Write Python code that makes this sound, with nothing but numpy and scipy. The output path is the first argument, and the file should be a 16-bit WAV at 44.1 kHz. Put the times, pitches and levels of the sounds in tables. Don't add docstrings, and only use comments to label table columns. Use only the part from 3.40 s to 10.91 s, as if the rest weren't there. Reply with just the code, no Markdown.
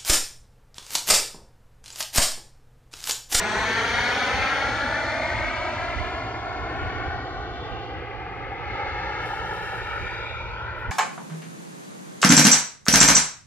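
import sys
import numpy as np
from scipy import signal
from scipy.fft import rfft, irfft, next_fast_len
from scipy.io import wavfile
from scipy.ndimage import uniform_filter1d, map_coordinates

SR = 44100
rng = np.random.default_rng(int(sys.argv[2]) if len(sys.argv) > 2 else 0)


def volts_from_decibels(level):
    exponent = np.asarray(level, float) / 20
    return 10 ** exponent


def wav_out(sig):
    wavfile.write(sys.argv[1], SR, np.round(np.clip(np.atleast_2d(sig).T, -1, 1) * 32767).astype(np.int16))


N = 331191
FRAME = 1024
CONTROL_STEP = 32
FURROW_HZ = 2500

# time_s, distance (0 near - 1 far), bearing (0 start - 1 end)
FLIGHT = [
    (0, 0, 0),
    (.8, .1, .05),
    (1.5, .3, .3),
    (2.2, .5, .55),
    (3, .8, .9),
    (3.8, .9, 1),
    (4.7, 1, 1),
    (5.5, .95, 1),
    (7.51, 1, 1),
]
# time_s, delay_ms
ECHO = [(0, 4.833), (.56, 4.207), (.8, 3.99), (1.3, 3.576), (1.67, 3.374), (2.41, 2.991), (2.7, 2.893),
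        (3.72, 2.68), (4.12, 2.615), (4.83, 2.43), (5.39, 2.36), (6.2, 2.205), (6.8, 2.135), (7.15, 2.1),
        (7.51, 2.035)]
# time_s, soil_share (low middle, soft soil, 0-1), furrow_share (treble scattered, 0-1)
SOFT = [
    (0, .25, .15),
    (1.4, .25, .1),
    (2, .3, .1),
    (2.7, .4, .05),
    (3.1, .03, .15),
    (3.8, .15, .35),
    (4.8, .12, .6),
    (6, .08, .6),
    (7.51, .15, .7),
]


def unit(x):
    return x / np.sqrt(np.mean(x ** 2) + 1e-20)


def along(points, hz):
    f, *cols = np.transpose(points)
    return np.squeeze([np.interp(np.log(hz + 1), np.log(f + 1), c) for c in cols])


def curves(rows, t=None):
    s, *cols = np.transpose(rows)
    t = np.arange(N) / SR if t is None else t
    return [np.interp(t, s, c) for c in cols]


def wobble(rate):
    knots = rng.standard_normal(int(N * 60 / SR) + 4)
    return map_coordinates(knots, [np.arange(N) * min(rate, 59) / SR])


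def bumps(rows, square):
    s, _, length = np.transpose(rows)[:, :, None]
    t = np.arange(0, N, CONTROL_STEP) / SR
    return np.exp(-abs(2 * (t - s) / length) ** square)


def full(coarse):
    return np.interp(np.arange(N), np.arange(0, N, CONTROL_STEP), coarse)


def filtered(x, response):
    m = next_fast_len(N + 8192)
    tail = x[..., :-FRAME:-1] * np.hanning(2 * FRAME)[FRAME + 1:]
    x = np.concatenate([x, tail], axis=-1)
    return irfft(rfft(x, m) * response(np.fft.rfftfreq(m, 1 / SR)), m)[..., :N]


def extended(x):
    return np.pad(x, ((0, 0), (0, FRAME)), mode="reflect")


def delayed(x, ms):
    return map_coordinates(x, [np.arange(N) - ms * SR / 1000], mode="mirror")


def jet():
    # frequency_hz, level_db, lag_rad
    ground = [(200, -1, -.35), (340, -.3, .5), (430, -.3, .6), (510, -.5, -.2), (700, -.5, -.2),
              (1050, -.8, .3), (1700, -1.5, .25), (2600, -2.2, -.2), (4500, -3, -.3), (9000, -9, 0)]
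    # delay_ms, level_db
    holder = [
        (.72, -38.5),
        (2.25, -19),
    ]
    # time_s, delay_ms, level_db
    chest = [
        (0, 1.13, -14),
        (.8, 1.36, -13),
        (2, 1.41, -12.5),
        (3.2, 1.35, -12),
        (4.3, 1.44, -16),
        (4.8, 1.27, -21),
        (5.5, 1.435, -10.5),
        (6.2, 1.29, -12.5),
        (7.51, 1.32, -16),
    ]
    soft_low_hz, soft_hz, jacket_hz = 440, 760, 6000
    far = curves(FLIGHT)[0]
    front, stray = airframe(volts_from_decibels(-2.2) * roar(flutter_db=.9, air_db=11))

    def mirror(hz):
        level_db, lag = along(ground, hz)
        return volts_from_decibels(level_db) * np.exp(-1j * lag)

    def losses(hz):
        soil = 1 / (1 + (hz / soft_hz) ** 8) / (1 + (soft_low_hz / (hz + 1)) ** 12)
        return np.array([soil, 1 / (1 + (hz * 0 + FURROW_HZ / (hz + 1)) ** 8)])

    image = filtered(front, mirror)
    image *= volts_from_decibels(1.2 * (far - 1))
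    image *= volts_from_decibels(.8 - 1.8 * far)
    soil, furrows = filtered(image, losses)
    soil_share, furrow_share = curves(SOFT)
    image = image - soil_share * soil - furrow_share * furrows
    pair = ports(front, delayed(image, curves(ECHO)[0] + .005 * wobble(5)), stray)

    chest_ms, chest_db = curves(chest)
    muffled = filtered(pair, lambda hz: 1 / (1 + (hz / jacket_hz) ** 2))
    pair = pair + volts_from_decibels(chest_db) * np.array([delayed(v, chest_ms) for v in muffled])

    def body(hz):
        cloth = 1 / (1 + (hz / 3500) ** 2)
        return 1 + cloth * sum(volts_from_decibels(db) * np.exp(-2j * np.pi * hz * ms / 1000) for ms, db in holder)

    return filtered(pair, body)


def roar(flutter_db, air_db):
    # low_hz, high_hz
    heard_band = (280, 5500)
    # frequency_hz, density_db (per Hz)
    near_colour = [(120, -14.5), (400, -12), (900, -7), (1500, -6), (2350, -6.5), (2650, -13), (4300, -8.5),
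                   (5100, -15.5), (6300, -14), (7400, -28.5), (9500, -34.5), (11200, -33), (12000, -43),
                   (14000, -44)]
    # frequency_hz, density_db (per Hz)
    far_colour = [(120, 4), (400, -0.5), (800, 0.5), (1500, 0), (2300, -5.5), (2600, -9.5), (3200, -15),
                  (4200, -20.5), (5000, -28.5), (6200, -35), (7600, -36)]
    # time_s, level_db, tilt_db (per octave), whine_db (hump)
    power = [(0, -26, -3.5, 1), (.2, -25, -2.5, 3.5), (.6, -24.5, -1.96, 3), (1.2, -25, -2.23, 4.5),
             (2.1, -27.5, -1.5, 3), (2.6, -30.5, 0.1, -1), (3, -31.5, -0.66, -8), (3.65, -30.5, 0.1, -1.5),
             (4, -34, 0.9, -8.5), (4.45, -34, 1, -7.5), (4.65, -35, 0, 1), (5.15, -33.5, -0.1, 4.5),
             (5.35, -30.5, 1.4, 1.5), (5.7, -30, 2.5, -2.5), (6.3, -31.5, 3.5, -4), (6.7, -32, 3.5, 1),
             (7.05, -37, 3, -1.5), (7.51, -35, 0.6, 4)]
    # time_s, centre_hz, level_db, half_length_s
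    patches = [(0.087, 7850, 10.5, 0.17), (.2, 5100, -6, .25), (0.225, 1000.0, 3.5, 0.13),
               (0.86, 3320, 5, 0.51), (0.88, 1360, 5, 0.98), (1.034, 2460, 7, 0.12), (1.16, 563, -2.5, 0.58),
               (1.18, 7760, -3.5, 0.47), (1.432, 2100, -7, 0.22), (1.46, 1100, -5, 0.16),
               (1.67, 2800, -8, 0.26), (1.763, 680, 7.5, 0.13), (1.81, 1500, -4.5, 0.26),
               (2.01, 2320, 4, 0.16), (2.207, 1810, -10, 0.14), (2.305, 627, 7, 0.13),
               (2.63, 1520, -7.5, 0.19), (2.69, 1090.0, 2.5, 1), (2.884, 2310, 2, 0.73),
               (2.97, 3800, -2.5, 0.63), (3.127, 3020, -6, 0.18), (3.268, 663, -4.5, 0.19),
               (3.735, 2080, -6, 0.13), (3.76, 7660, -5, 0.19), (4.04, 3400, -5, 0.15),
               (4.058, 2600, -5.5, 0.46), (4.22, 3600, 5, .2), (4.322, 958, -7, 1), (4.443, 2860, 6, 0.34),
               (4.483, 1200, -4.5, 0.13), (4.855, 7180.0, -9.5, 0.8), (4.906, 770, 6.5, 0.15),
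               (4.959, 1655, -8, 0.62), (4.964, 7800.0, 8, 0.13), (5.478, 8040, -6, 0.24),
               (5.67, 1790.0, 5, 0.13), (5.74, 3200, -4.5, 1), (5.766, 860, 3.5, 0.45),
               (5.99, 2330, -6, 0.15), (6.206, 4240, -7, 0.46), (6.251, 576, -3, 0.8),
               (6.267, 1000.0, -5.5, 0.13), (6.338, 745, 4.5, 0.47), (6.493, 1310, 4, 0.11),
               (6.908, 3630, 3, 0.056), (7.147, 3140, 3.0, 0.3), (7.2, 7300, -7, .35), (7.2, 700, 8, 0.19),
               (7.237, 1390, 4, 0.18), (7.285, 2410, 3.5, 0.18)]
    tilt_hz, tilt_top_hz, whine_hz = 1000, 4400, 1986
    whine_oct, patch_oct, top_loss_db = 0.45, 0.14, 13
    overlap = FRAME * 3 // 4
    hz, t, z = signal.stft(rng.standard_normal((2, N)), SR, nperseg=FRAME, noverlap=overlap)
    far = curves(FLIGHT, t)[0]
    dull = along(far_colour, hz.clip(0, 7000))[:, None]
    dull = dull - air_db * np.outer((hz / 1000 - 7).clip(0), far)
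    shape = np.outer(along(near_colour, hz), 1 - far) + dull * far
    shape -= top_loss_db * np.outer((hz / 1000 - 11).clip(0), far)

    level_db, tilt_db, whine_db = curves(power, t)
    octave = lambda centre_hz: np.log2(hz.clip(heard_band[0], tilt_top_hz) / centre_hz)
    shape += np.outer(octave(tilt_hz), tilt_db)
    shape += np.outer(np.exp(-(octave(whine_hz) / whine_oct) ** 2), whine_db)
    heard = (hz > heard_band[0]) & (hz < heard_band[1])
    shape += level_db - 10 * np.log10(np.sum(volts_from_decibels(2 * shape[heard]), axis=0) / len(hz))

    def turbulence(bins, frames):
        noise = rng.standard_normal(z.shape[1:])
        return unit(uniform_filter1d(uniform_filter1d(noise, size=bins, axis=0), size=frames, axis=1))

    flutter, swirls = turbulence(10, 9), turbulence(8, 70)
    s, patch_hz, patch_db, half = np.transpose(patches)[:, :, None]
    patch_gain = patch_db * np.exp(-(np.log2((hz + 1) / patch_hz) / patch_oct) ** 2)
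    shape += patch_gain.T @ np.exp(-((t - s) / half) ** 2)
    shape += .4 * swirls + flutter_db * flutter
    return signal.istft(z * volts_from_decibels(shape), SR, nperseg=FRAME, noverlap=overlap)[1][:, :N]


def airframe(x):
    # time_s, delay_ms, level_db
    tail = [
        (3.3, 0.17, -32),
        (3.8, 0.27, -20),
        (4.3, 0.47, -19),
        (5.2, 0.42, -28),
        (5.6, 0.82, -30),
        (6, 0.77, -8.5),
        (6.5, 0.84, -10),
        (7, 0.9, -3.5),
        (7.51, 0.96, -22),
    ]
    # time_s, delay_ms, level_db
    fin = [
        (6.6, 0.78, -15),
        (6.85, 0.67, -7),
        (7.1, 0.62, -6),
        (7.3, 0.36, -15),
        (7.51, 0.48, -15),
    ]
    (tail_ms, tail_db), (fin_ms, fin_db) = curves(tail), curves(fin)
    skewed = filtered(x, lambda hz: np.exp(1.53j) * hz / (hz + 400))
    return [v + volts_from_decibels(tail_db) * delayed(w, tail_ms) - volts_from_decibels(fin_db) * delayed(v, fin_ms) for v, w in zip(x, skewed)]


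def ports(front, image, stray):
    # frequency_hz, first_lead_rad, last_lead_rad (left leads, by bearing)
    port_turn = [(100, 0, 0), (700, .2, .5), (1300, .1, 1.1), (2000, -.8, .2), (2600, -1, .4),
                 (3200, 0, 2.9), (4000, -.4, 2.7), (4700, -1.3, 1.9), (5300, .6, 2.2), (6300, -.1, 3.5),
                 (7300, -2.1, 3), (8200, -1.2, 4), (10000, -.2, 5.4), (13000, -1.7, 5.5)]
    # frequency_hz, left_right_db, coherence (0-1)
    port_tilt = [(170, 0.5, 0.69), (320, -.5, 1), (500, -1.1, 1), (1090, 0.5, 0.88), (1680, 4, 0.86),
                 (2140, 2, 0.94), (3060, -0.5, 0.18), (3960, 1.8, 0.62), (5330, 0, 0.58),
                 (6400, -3.5, 0.67), (7350, 6.5, 0.91), (9700, 3.5, 0.46), (13000, 6.5, 0.65)]
    hz, t, z = signal.stft(extended(np.array([front, image, stray])), SR, nperseg=FRAME, boundary="even")
    echo = 0.7 * (1 - np.outer(1 / (1 + (FURROW_HZ / (hz + 1)) ** 8), curves(SOFT, t)[1]))
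    lag = np.exp(-2j * np.pi * np.outer(hz, curves(ECHO, t)[0]) / 1000)
    z[2] *= (1 + echo * lag) / np.hypot(1, echo)
    first, last = along(port_turn, hz)
    turn = first[:, None] + np.outer(last - first, curves(FLIGHT, t)[1])
    tilt_db, alike = along(port_tilt, hz)[:, :, None]
    mix = np.arccos(alike.clip(0, 1)) / 2
    below = np.pi * hz[:, None] * .025 / 1000
    pair = []
    for s in (1, -1):
        wave = np.cos(mix) * (z[0] + z[1] * np.exp(1j * s * below)) + s * np.sin(mix) * z[2]
        pair.append(volts_from_decibels(s * tilt_db / 2) * np.exp(.5j * s * turn) * wave)
    return signal.istft(np.array(pair), SR, nperseg=FRAME)[1][:, :N]


def wind():
    # frequency_hz, density_db (per Hz)
    buffet = [(15, -23), (25, -12), (38, 0.5), (55, 6.5), (90, 2.5), (140, -16.5), (250, -18), (500, -26.5),
              (900, -49.5)]
    # middle_s, peak_db, length_s
    gusts = [(0.202, -39, .11), (0.577, -44, 0.13), (0.983, -32, 0.091), (1.268, -44, 0.24),
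             (1.48, -49, 0.22), (1.69, -39, 0.061), (2.02, -35, 0.28), (2.195, -58, 0.26),
             (2.457, -42, 0.12), (2.604, -25.5, 0.092), (2.73, -42, 0.096), (3.21, -38, 0.12),
             (3.43, -36, 0.13), (3.644, -37.5, 0.25), (3.995, -40.5, 0.081), (4.157, -44, 0.16),
             (4.332, -35, 0.078), (4.596, -40, 0.05), (5.068, -53, 0.18), (5.294, -41, 0.098),
             (5.512, -35.5, 0.11), (5.665, -40, 0.093), (6.012, -48, 0.078), (6.508, -40, 0.13),
             (6.64, -34, 0.083), (7.04, -44, 0.56), (7.352, -44, 0.098), (7.5, -27, 0.036)]
    breeze_db, steady = -42.5, round(0.064 * SR)
    edges = lambda hz: (hz / 18) ** 2 / (1 + (hz / 18) ** 2) / (1 + (hz / 900) ** 6)
    noise = rng.standard_normal((3, N))
    shared, left, right = filtered(noise, lambda hz: volts_from_decibels(along(buffet, hz)) * edges(hz))
    lumps = volts_from_decibels(1.5 * np.array([wobble(15), wobble(22)]))
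    push = 0.98 * shared + np.array([left, right])
    even = uniform_filter1d(uniform_filter1d(push ** 2, size=steady), size=steady)
    strength = full(volts_from_decibels(breeze_db) + volts_from_decibels(np.transpose(gusts)[1]) @ bumps(gusts, square=2.3))
    return strength * unit(lumps * push / np.sqrt(abs(even) + 1e-12))


def sleeve():
    # time_s, pressure_db, left_right_db
    rub = [
        (5.74, -86, 0),
        (5.86, -62.5, -4),
        (5.96, -62, -3),
        (6.024, -67, -.5),
        (6.17, -62, -4),
        (6.36, -62, -0.5),
        (6.43, -66, -2.5),
        (6.6, -68.5, -5),
        (7.15, -85, -1),
    ]
    # frequency_hz, density_db (per Hz)
    cloth = [(3000, -32), (5500, -9), (7400, -0.5), (9500, 0), (11200, 0), (13900, -7), (15500, -9)]
    # middle_s, peak_db, length_s
    slips = [
        (7.398, -68, .09),
    ]
    # frequency_hz, density_db (per Hz)
    skin = [(5000, -33), (7500, -6), (9400, -15), (11300, -2), (12500, -3), (15500, -20.5)]
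    # middle_s, pitch_hz, level_db, half_length_s
    squeaks = [
        (5.967, 13600, -68, .007),
        (5.978, 15250, -70, .009),
    ]
    slip_lean_db = 9
    friction = lambda colour: unit(filtered(rng.standard_normal((2, N)), lambda hz: volts_from_decibels(along(colour, hz))))
    t = np.arange(N) / SR
    press_db, lean_db = curves([(0, -120, 0), (5.6, -120, 0), *rub, (7.3, -120, 0)])
    weave_db = 1.2 * wobble(30) + 1.2 * np.array([wobble(20), wobble(50)])
    drag = volts_from_decibels(press_db + weave_db + np.outer([.5, -.5], lean_db)) * friction(cloth)
    press = full(volts_from_decibels(slips[0][1] - slip_lean_db) * bumps(slips, square=1.6)[0])
    slip = volts_from_decibels([[-slip_lean_db], [slip_lean_db]]) * press * friction(skin)
    squeak = sum(volts_from_decibels(db) * np.exp(-((t - s) / half) ** 2) * np.sin(2 * np.pi * hz * t)
                 for s, hz, db, half in squeaks)
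    return drag + slip + squeak


def hum():
    # pitch_hz, level_db
    orders = [
        (57, -63.5),
        (114, -41.5),
        (171, -52.5),
    ]
    drift = np.cumsum(1 + 0.0026 * wobble(1.415)) / SR
    return sum(volts_from_decibels(db - 0.5 + 1.8 * wobble(13.0)) * np.sin(2 * np.pi * hz * drift) for hz, db in orders)


def scene():
    roll_off = lambda hz: 1 / (1 + (70 / (hz + 1)) ** 4)
    lean = volts_from_decibels([[-2], [2]])
    return filtered(jet(), roll_off) + wind() + lean * hum() + sleeve()


def wind_guard(left):
    # middle_s, depth_db, length_s
    ducks = [(.1, -10, 0.13), (.66, -19, 0.031), (.82, -12, 0.078), (.91, -12, 0.045), (1.14, -26, 0.14),
             (1.4, -14, 0.058), (1.6, -27, 0.043), (1.74, -4.5, 0.25), (2.1, -18, 0.12), (2.62, -41, 0.082),
             (3.1, -5, 0.2), (3.61, -21, .07), (3.88, -22, 0.044), (4.33, -14, 0.085), (4.44, -16, 0.056),
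             (4.64, -7, 0.08), (4.76, -12, 0.12), (5.02, -3.5, 0.18), (5.21, -33, 0.091),
             (5.39, -33, 0.056), (5.49, -22, 0.05), (5.97, -6, 0.065), (6.07, -8, 0.027),
             (6.23, -26, 0.087), (6.36, -7, 0.13), (6.52, -19, .07), (6.7, -20, 0.13), (6.88, -24, 0.1),
             (7.37, -30, 0.07)]
    bass = filtered(left, lambda hz: 1 / (1 + (hz / 200) ** 4))
    depth_db = 1.7 * full(np.transpose(ducks)[1] @ bumps(ducks, square=2.9))
    return left + (volts_from_decibels(depth_db) - 1) * bass


def starved(x):
    # frequency_hz, near_db, far_db (per bin)
    gate_floor = [(5000, -112, -112), (6800, -100, -100), (7200, -97, -97), (7900, -96, -96),
                  (8050, -92, -91), (8650, -93, -93), (8750, -94, -106), (9800, -97.5, -107),
                  (10900, -103, -111), (11500, -104, -111), (11800, -90, -115), (14400, -93, -115),
                  (14600, -60, -125)]
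    hz, t, z = signal.stft(extended(x), SR, nperseg=FRAME, boundary="even")
    band = hz.astype(int) // 725
    starts = np.flatnonzero(np.diff(band, prepend=-1))
    power = np.add.reduceat(np.mean(abs(z) ** 2, axis=0), starts, axis=0)
    level = uniform_filter1d(power / np.bincount(band)[:, None], size=2, axis=1)[band]
    near_db, far_db = along(gate_floor, hz)[:, :, None]
    floor_db = near_db + (far_db - near_db) * curves(FLIGHT, t)[0] ** 8
    return signal.istft(z * (level > volts_from_decibels(2 * floor_db)), SR, nperseg=FRAME)[1][:, :N]


def dither():
    # frequency_hz, density_db (per Hz)
    hiss_colour = [(100, -4), (8000, -4), (11000, 0), (15500, -2), (16000, -40)]
    masked_db, freed = -11, 1.2
    hiss = unit(filtered(rng.standard_normal((2, N)), lambda hz: volts_from_decibels(along(hiss_colour, hz))))
    hz, t, z = signal.stft(extended(hiss), SR, nperseg=FRAME, boundary="even")
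    frame = rng.random(len(t))[::2].repeat(2)[:len(t)]
    cell = rng.random((len(hz), len(t)))[::8, ::2]
    need = .6 * frame + .4 * cell.repeat(8, 0).repeat(2, 1)[:len(hz), :len(t)]
    kept = need < np.minimum(freed * curves(FLIGHT, t)[0] - .08, .85)
    return signal.istft(z * np.where(kept, 1, volts_from_decibels(masked_db)), SR, nperseg=FRAME)[1][:, :N]


def low_pass(x):
    return signal.sosfilt(signal.butter(12, 15610, fs=SR, output="sos"), x)


def record(dry):
    guarded = np.array([wind_guard(dry[0]), dry[1]])
    mix = starved(guarded) + volts_from_decibels(-84.2) * dither()
    fade_s = .005
    remaining = (np.arange(N)[::-1] / (fade_s * SR)).clip(0, 1)
    mix = mix * np.sin(np.pi / 2 * remaining) ** 2
    return low_pass(mix)


dry = scene()
out = record(dry)
wav_out(out)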